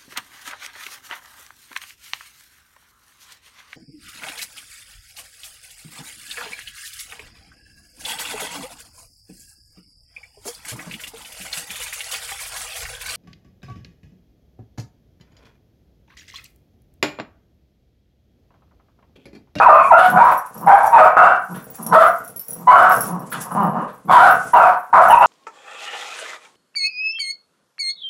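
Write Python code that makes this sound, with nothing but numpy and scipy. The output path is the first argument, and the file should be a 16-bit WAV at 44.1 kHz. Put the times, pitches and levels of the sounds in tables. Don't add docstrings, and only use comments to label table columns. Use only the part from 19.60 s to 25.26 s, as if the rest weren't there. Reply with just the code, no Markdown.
import sys
import numpy as np
from scipy import signal
from scipy.fft import rfft, irfft
from scipy.io import wavfile
from scipy.ndimage import uniform_filter1d, minimum_filter1d

SR = 44100
rng = np.random.default_rng(int(sys.argv[2]) if len(sys.argv) > 2 else 0)


def master_out(mix):
    frames = np.transpose(np.atleast_2d(mix))
    ceiling = np.clip(frames, -1, 1)
    pcm = np.round(ceiling * 32767).astype(np.int16)
    wavfile.write(sys.argv[1], SR, pcm)


N = 249606
TIME = np.arange(N) / SR


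def gain_of(db):
    return 10 ** (np.asarray(db) / 20)


def evened(x):
    return x / np.sqrt(np.mean(x ** 2) + 1e-20)


def read(points, hz):
    f, value = np.transpose(points)
    return np.interp(np.log(hz + 1), np.log(f), value)


def add(mix, s, sound):
    part = mix[max(round(s * SR), 0):][:len(sound)]
    part += sound[:len(part)]


def colour(x, points, size=4096):
    log_gain = np.log(gain_of(read(points, abs(np.fft.fftfreq(size, 1 / SR)))))
    taps = np.fft.ifft(np.exp(np.conj(signal.hilbert(log_gain)))).real
    return signal.fftconvolve(x, taps[:size // 2])[:len(x)]


def wander(count, hz):
    f = np.fft.rfftfreq(count, 1 / SR)
    spectrum = rfft(rng.standard_normal(count)) / (1 + (f / hz) ** 2) ** 2
    return evened(irfft(spectrum, count))


def resonate(x, hz, width):
    turn = np.exp(2j * np.pi * np.cumsum(hz) / SR)
    r = np.exp(-np.pi * width / SR)
    return 2 * (turn * signal.lfilter([1 - r], [1, -r], x / turn)).real


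def faded(x, rise, fall):
    t = np.arange(len(x)) / SR
    return x * np.clip(t / rise, 0, 1) * np.clip(t[::-1] / fall, 0, 1)


# frequency [Hz], level [dB]
AIR_SPECTRUM = [(25, -10.5), (60, -4), (200, -8.5), (2000, -7), (16000, -26.5)]


def background_air():
    return gain_of(-66.0) * evened(colour(rng.standard_normal(N), AIR_SPECTRUM))


# frequency [Hz], t60 [s]
ROOM_DECAY = [(250, 0.32), (1700, 0.35), (4500, 0.23), (15000, 0.095)]


def room(x, wet_db):
    taps = rng.choice([-1., 1.], SR // 2) * (rng.random(SR // 2) < 3000 / SR)
    taps[:SR // 300] = 0
    hz, t, z = signal.stft(taps, SR, nperseg=256)
    decay = gain_of(-60 * t / read(ROOM_DECAY, hz)[:, None])
    tail = signal.istft(z * decay, SR, nperseg=256)[1]
    wet = gain_of(wet_db)
    reflections = signal.fftconvolve(x, tail / np.linalg.norm(tail))[:N]
    return (x + wet * reflections) / np.hypot(1, wet)


# start_s [s], length_s [s], vigour_db [dB]
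WRESTLING_BOUTS = [(-.15, 1.17, 3.5), (0.882, 0.65, 6.5), (1.793, 0.97, 4), (2.587, 1.28, 0),
                   (3.279, 0.23, 15), (3.696, 0.16, 13.5), (3.797, 0.34, -2.5), (4.475, 0.64, 8),
                   (5.33, 0.33, 9)]
LULL_DB = -11


def wrestling():
    arches = (gain_of(db) * np.sin(np.pi * np.clip((TIME - s) / length, 0, 1))
              for s, length, db in WRESTLING_BOUTS)
    return gain_of(LULL_DB) + sum(arches)


# frequency [Hz], level [dB]
FUR_SPECTRUM = [(200, 0.5), (900, 13.5), (4000, -5.5), (5800, 4.5), (11000, 9), (15000, -22.5)]
PAW_SPECTRUM = [(25, -16), (70, 0), (190, 4), (400, -2), (2000, -30), (6000, -52)]


def scuffle(tussle, fur_db=-53, paw_db=-47, steps_per_s=28):
    strokes = gain_of(4.5 * wander(N, 35))
    rub = colour(rng.standard_normal(N), FUR_SPECTRUM) * strokes
    steps = (rng.random(N) < steps_per_s / SR) * rng.uniform(0.11, 1, N)
    t = np.arange(SR // 10) / SR
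    thud = rng.standard_normal(len(t)) * np.exp(-t / 0.0054)
    paws = colour(signal.fftconvolve(steps, thud)[:N], PAW_SPECTRUM)
    return gain_of(fur_db) * tussle * evened(rub) + gain_of(paw_db) * tussle ** 0.65 * evened(paws)


# frequency_hz [Hz], level_db [dB], t60_s [s]
TAG_MODES = [(5650, -16.5, 0.05), (10310, -0.5, 0.037), (11480, 0, 0.028), (11930, -3.5, 0.079),
             (14700, -18.5, 0.033), (15450, -7, .08)]


def clash(tick=0.15, spread_db=6, detune=0.024, bounce_s=0.0096, bounce_db=-7):
    t = np.arange(SR // 6) / SR
    hz, db, t60 = np.transpose(TAG_MODES)[:, :, None]
    weight, phase, offset = rng.standard_normal((3, len(TAG_MODES), 1))
    decay = gain_of(db + spread_db * weight - 60 * t / t60)
    ring = (decay * np.sin(2 * np.pi * (hz * (1 + detune * offset) * t + phase))).sum(0)
    contact = np.diff(rng.standard_normal(len(t) + 2), n=2) / 2 * np.exp(-t / 0.0051)
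    strike = ring / abs(ring).max() + tick * contact
    out = strike.copy()
    for k, delay in enumerate(np.cumsum(rng.exponential(bounce_s, size=3)), 1):
        add(out, delay, gain_of(bounce_db * k) * strike)
    return out


# start_s [s], level_db before the common trim [dB]
TAG_CLASHES = [(.502, -16.5), (0.779, -18.5), (2.228, -18), (2.265, -11), (2.678, -21.5), (2.762, -16.5),
               (2.795, -14), (2.883, -16.5), (2.907, -13.5), (2.931, -16), (3.295, -19), (3.342, -19),
               (3.407, -8), (3.43, -16), (4.71, -14)]


def tags(tussle, clash_db=-3, rattle_db=-38, rattles_per_s=45):
    out = np.zeros(N)
    for s, db in TAG_CLASHES:
        add(out, s, gain_of(db + clash_db) * clash())
    for at in np.flatnonzero(rng.random(N) < rattles_per_s / SR):
        strength = gain_of(rattle_db + 4.1 * rng.standard_normal())
        add(out, at / SR, tussle[at] * strength * clash())
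    return out


# frequency [Hz], level [dB]
SNORT_SPECTRUM = [(40, -34), (130, -10), (750, -5.5), (1450, 7.5), (2200, -9.5), (3600, -11), (6000, -26),
                  (10000, -19.5), (15000, -32)]


def snort(length, db):
    n = int(length * SR)
    puff = rng.standard_normal(n) * (1 + 0.24 * wander(n, 63))
    return faded(gain_of(db) * evened(colour(puff, SNORT_SPECTRUM)), 0.011, 0.071)


# start_s [s], length_s [s], level_db before the fades [dB]
SNORT_EVENTS = [(.37, 0.15, -25), (1.939, 0.083, -38.5), (2.324, 0.17, -23.5), (3.715, 0.066, -24.5),
                (4.273, 0.053, -38), (4.508, 0.23, -20.5)]


def snorts(voices):
    for s, length, db in SNORT_EVENTS:
        add(voices, s, snort(length, db))


# frequency [Hz], level [dB]
CHEST_SPECTRUM = [(60, -39.5), (130, -12.5), (190, 1), (280, -11.5), (450, -16), (2000, -78)]
SNARL_SPECTRUM = [(200, -26), (500, -13.5), (720, -0.5), (1080, 2.5), (1400, -9.5), (1750, -14.5),
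                  (2200, -32), (2700, -33), (2900, -24.5), (3150, -43), (6000, -49.5)]
SNARL_HZ = 1100


def growl(level, hz, snarl_db, jitter=.012, shimmer=.2, breath=.12):
    n = len(hz)
    turns = np.cumsum(hz * (1 + jitter * wander(n, 100))) / SR
    pulses = evened(np.diff(np.floor(turns), prepend=0) * (1 + shimmer * wander(n, 150)))
    puffs = evened(np.exp(-(turns % 1) / 0.41) * rng.standard_normal(n))
    hum = faded(evened(colour(pulses - pulses.mean(), CHEST_SPECTRUM)), 0.018, .01)
    rattle = pulses + breath * puffs
    teeth = resonate(rattle, SNARL_HZ * hz / hz.max(), 200)
    snarl = evened(colour(rattle + 1.75 * teeth, SNARL_SPECTRUM))
    return faded(level * (hum + gain_of(snarl_db) * snarl), 0.0022, 0.0057)


SWELL_DB, EBB_DB = 7, 11.5
PITCH_PER_DB = 0.38


def growl_gesture(length, crest, effort_db, top_hz):
    u = np.linspace(0, 1, int(length * SR))
    crest = np.clip(crest, .01, .99)
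    swell = SWELL_DB * (1 - u / crest) ** 2
    ebb = EBB_DB * ((u - crest) / (1 - crest)) ** 2
    below_db = np.where(u < crest, swell, ebb)
    return gain_of(effort_db - below_db), top_hz * (1 - PITCH_PER_DB * below_db)


# start_s [s], length_s [s], crest place [0-1], effort_db at the crest [dB],
# pitch_hz at the crest [Hz], snarl_db of the open mouth against the hum [dB]
GROWL_EVENTS = [ (0.471, 0.095, 0.94, -24, 209.2, 4), (0.946, 0.12, 0.88, -32, 179.5, -1),
                (1.884, .11, 0.2, -33, 197, -6.5), (2.18, 0.16, 0.92, -30, 189.7, -5),
                (2.95, 0.12, 0.65, -37.5, 176, -7.5), (3.39, 0.26, 0.55, -30, 185.2, -3),
                (3.721, 0.088, 0.21, -35, 165.4, 0.5), (3.85, 0.045, 0.44, -41, 183.4, 7.5),
                (3.908, 0.35, .22, -23, 203, 3), (4.442, 0.064, 0.93, -28, 196.4, -22)]


def growls(voices):
    for s, *gesture, snarl_db in GROWL_EVENTS:
        add(voices, s, growl(*growl_gesture(*gesture), snarl_db))


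# frequency [Hz], level [dB]
THROAT_SPECTRUM = [(100, -24), (400, -16), (520, -9.5), (680, 0), (1050, -3), (1480, -1.5), (1750, -11.5),
                   (2200, -16.5), (2700, -29.5), (3400, -28.5), (9000, -29.5), (15000, -40.5)]
JITTER, ROUGH_JITTER, WOBBLE = .009, .024, .055
SHIMMER_DB, HISS = 2.3, .4
FOLD_TILT = .75
LIPS_PART_S, LIPS_HZ = 0.018, 1650


def bark_or_whine(level, hz, rough, mouth_hz, upper_hz, upper_db, rasp_hz=150, rasp_depth=1.0,
                  mouth_width=300, mouth_db=11, upper_width=190):
    n = len(hz)
    quiver = 1 + 0.082 * wander(n, 40)
    unsteady = (JITTER + ROUGH_JITTER * rough) * wander(n, 197.0) + WOBBLE * rough * wander(n, 51.8)
    turns = np.cumsum(hz * (1 + unsteady)) / SR
    folds = evened(sum(np.cos(2 * np.pi * k * turns) / k ** FOLD_TILT for k in np.arange(1, 5)))
    flaps = np.cumsum(rasp_hz * (1 + 0.298 * wander(n, 83.5))) / SR
    chop = 1 + rasp_depth * rough * np.cos(2 * np.pi * flaps)
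    hits = evened(np.diff(np.floor(flaps), prepend=0) * rng.uniform(.5, 1, n))
    slaps = uniform_filter1d(hits, size=7)
    puffs = evened(np.exp(-2 * (flaps % 1)) * rng.standard_normal(n))
    rasp = slaps + HISS * puffs

    def throat(x):
        mouth = resonate(x, mouth_hz * quiver, mouth_width)
        return evened(colour(x + gain_of(mouth_db) * mouth, THROAT_SPECTRUM))

    rasp_share = rough ** 1.65
    voice = evened((1 - rasp_share) * throat(folds * chop) + rasp_share * throat(rasp))
    upper = resonate(resonate(rasp, upper_hz, upper_width), upper_hz, upper_width)
    voice = voice + gain_of(upper_db) * evened(upper)
    muffled = signal.sosfiltfilt(signal.butter(2, LIPS_HZ, fs=SR, output="sos"), voice)
    voice = voice + (muffled - voice) * np.exp(-TIME[:n] / LIPS_PART_S)
    loudness = np.sqrt(uniform_filter1d(voice ** 2, size=700) + 1e-9)
    return faded(level * gain_of(SHIMMER_DB * wander(n, 45)) * voice / loudness, .002, .008)


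# centre_s [s], length_s [s]
VOICE_CRACKS = [(.392, 0.018), (1.658, .03), (2.424, 0.034), (3.197, .025), (4.674, .025), (5.434, .025)]
CRACK_DROP, CRACK_ROUGH = .28, .6
BREAK_S = 0.0051
SAG, RECOVER_S = 0.1509, 0.02184
FRAY_PER_S = 1.3
MOUTH_SHUT_HZ, MOUTH_OPEN_S = 982, 0.13
MOUTH_CLOSE = 0.15


def voice_gesture(s, length, attack, effort_db, fall_db, from_hz, to_hz, break_s, held_hz,
                  opening_rough, held_rough, open_mouth_hz, upper_from_hz, upper_to_hz):
    t = np.arange(0, length, 1 / SR)
    broken = .5 + .5 * np.tanh((t - break_s) / BREAK_S)
    since = np.maximum(t - break_s, 0)
    crack = sum(np.exp(-(2 * (s + t - at) / span) ** 2) for at, span in VOICE_CRACKS)
    level = np.minimum(t / attack, 1) ** 2 * gain_of(effort_db - fall_db * t / length)
    opening_hz = np.interp(t, [0, break_s], [from_hz, to_hz])
    landed_hz = held_hz * (1 - SAG * np.exp(-since / RECOVER_S))
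    hz = ((1 - broken) * opening_hz + broken * landed_hz) * (1 - CRACK_DROP * crack)
    rough = (1 - broken) * opening_rough + broken * (held_rough + FRAY_PER_S * since)
    rough = np.clip(rough + CRACK_ROUGH * crack, 0, 1)
    jaw = np.clip(.5 + (t - break_s) / MOUTH_OPEN_S, 0, 1)
    mouth_hz = MOUTH_SHUT_HZ + jaw * (open_mouth_hz - MOUTH_SHUT_HZ)
    mouth_hz = mouth_hz * (1 - MOUTH_CLOSE * (t / length) ** 2)
    return level, hz, rough, mouth_hz, np.linspace(upper_from_hz, upper_to_hz, len(t))


# start_s [s], length_s [s], attack_s [s], effort_db [dB], fall_db by the end [dB],
# glide from_hz [Hz], to_hz [Hz], break_s after the start [s], held pitch_hz before the sag [Hz],
# opening roughness [0-1], held roughness before fraying [0-1], open_mouth_hz before closing [Hz],
# upper resonance from_hz [Hz], to_hz [Hz], upper level_db against the voice [dB]
BARKS_AND_WHINE = [ (0, 0.043, 0.00079, -5, 4, 790, 787, .034, 783, 0.8, 0.82, 1560, 2380, 2540, -16),
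                   (0.055, 0.16, 0.0095, 5, 21.5, 1080, 798, 0.035, 666.7, 0.31, 0.41, 1180, 2700, 2390, -30.5),
                   (0.113, .15, 0.027, -7, 9.5, 1060, 1092, 0.016, 1107, .2, 0.07, 1125, 2680, 2360, -19),
                   (0.302, .18, .01, -1, 15.5, 1100, 844, .019, 730.6, 0.21, 0.15, 1280, 2510, 2980, -27.5),
                   (.554, .18, 0.014, -2, 14, 700, 985, 0.07, 1032, 0.46, .6, 1160, 2260, 2470, -28),
                   (1.059, 0.23, 0.02, 0.5, 18, 740, 898.4, 0.039, 832.4, 0.51, 0.33, 984, 2040, 2360, -27),
                   (1.307, .18, 0.036, 1.5, 11, 980, 850, .076, 656, 0.48, 0.53, 1220, 2570, 2340, -26),
                   (1.564, .21, 0.005, 0, 21, 620, 993.6, .024, 736, 0.73, 0.46, 1350, 2670, 2760, -26.5),
                   (2.306, 0.19, 0.034, -2, 11, 490, 429.4, .044, 705.6, 0.46, 0.12, 1367, 1770, 2000, -22),
                   (3.066, .27, .014, -.5, 16.5, 960, 1085, 0.069, 741.4, 0.47, 0.53, 1275, 2930, 2800, -33),
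                   (4.471, .25, 0.044, -2.5, 5.5, 1120, 985, .122, 768, 0.59, 0.29, 1500, 3440, 2660, -31.5),
                   (4.931, .22, 0.006, -1.5, 17, 1040, 882, 0.057, 710, 0.66, 0.53, 1180, 2860, 2130, -26),
                   (5.327, .17, 0.0045, 2.5, 18, 930, 1059, .046, 716, 0.67, 0.46, 1270, 2350, 2650, -31),
                   (5.493, 0.056, 0.0097, -3, -2, 790, 1006, 0.038, 1059, 0.44, 0.43, 1120, 3000, 2500, -21.5),
                   (5.603, 0.049, 0.0043, -3.5, 8.5, 1080, 678, 0.023, 745, 0.56, 0.64, 1000, 2570, 2760, -17.5)]


def barks_and_whine(voices):
    for s, *gesture, upper_db in BARKS_AND_WHINE:
        add(voices, s, bark_or_whine(*voice_gesture(s, *gesture), upper_db))


def scene():
    air = background_air()
    tussle = wrestling()
    contacts = scuffle(tussle) + tags(tussle)
    voices = np.zeros(N)
    snorts(voices)
    growls(voices)
    barks_and_whine(voices)
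    return (room(voices, wet_db=-2.0) + room(contacts, wet_db=-2.0) + air)[None]


EDGE_HZ = 15950


def record(dry, recovery_db=75, lopsided=0.084):
    over_db = 20 * np.log10(np.maximum(abs(dry[0]), 1))
    fall = TIME * recovery_db
    duck_db = np.maximum.accumulate(over_db + fall) - fall
    x = dry[0] / gain_of(0.54 * uniform_filter1d(duck_db, size=200))
    x = x + lopsided * np.tanh(x) ** 2
    hold = minimum_filter1d(1 / np.maximum(abs(x), 1), size=61)
    x = x * uniform_filter1d(uniform_filter1d(hold, size=31), size=31)
    x = signal.sosfilt(signal.butter(1, 30, "high", fs=SR, output="sos"), x)
    band_limit = signal.firwin(301, EDGE_HZ, window=("kaiser", 8), fs=SR)
    return signal.oaconvolve(x, band_limit, "same")[None]


dry = scene()
out = record(dry)
master_out(out)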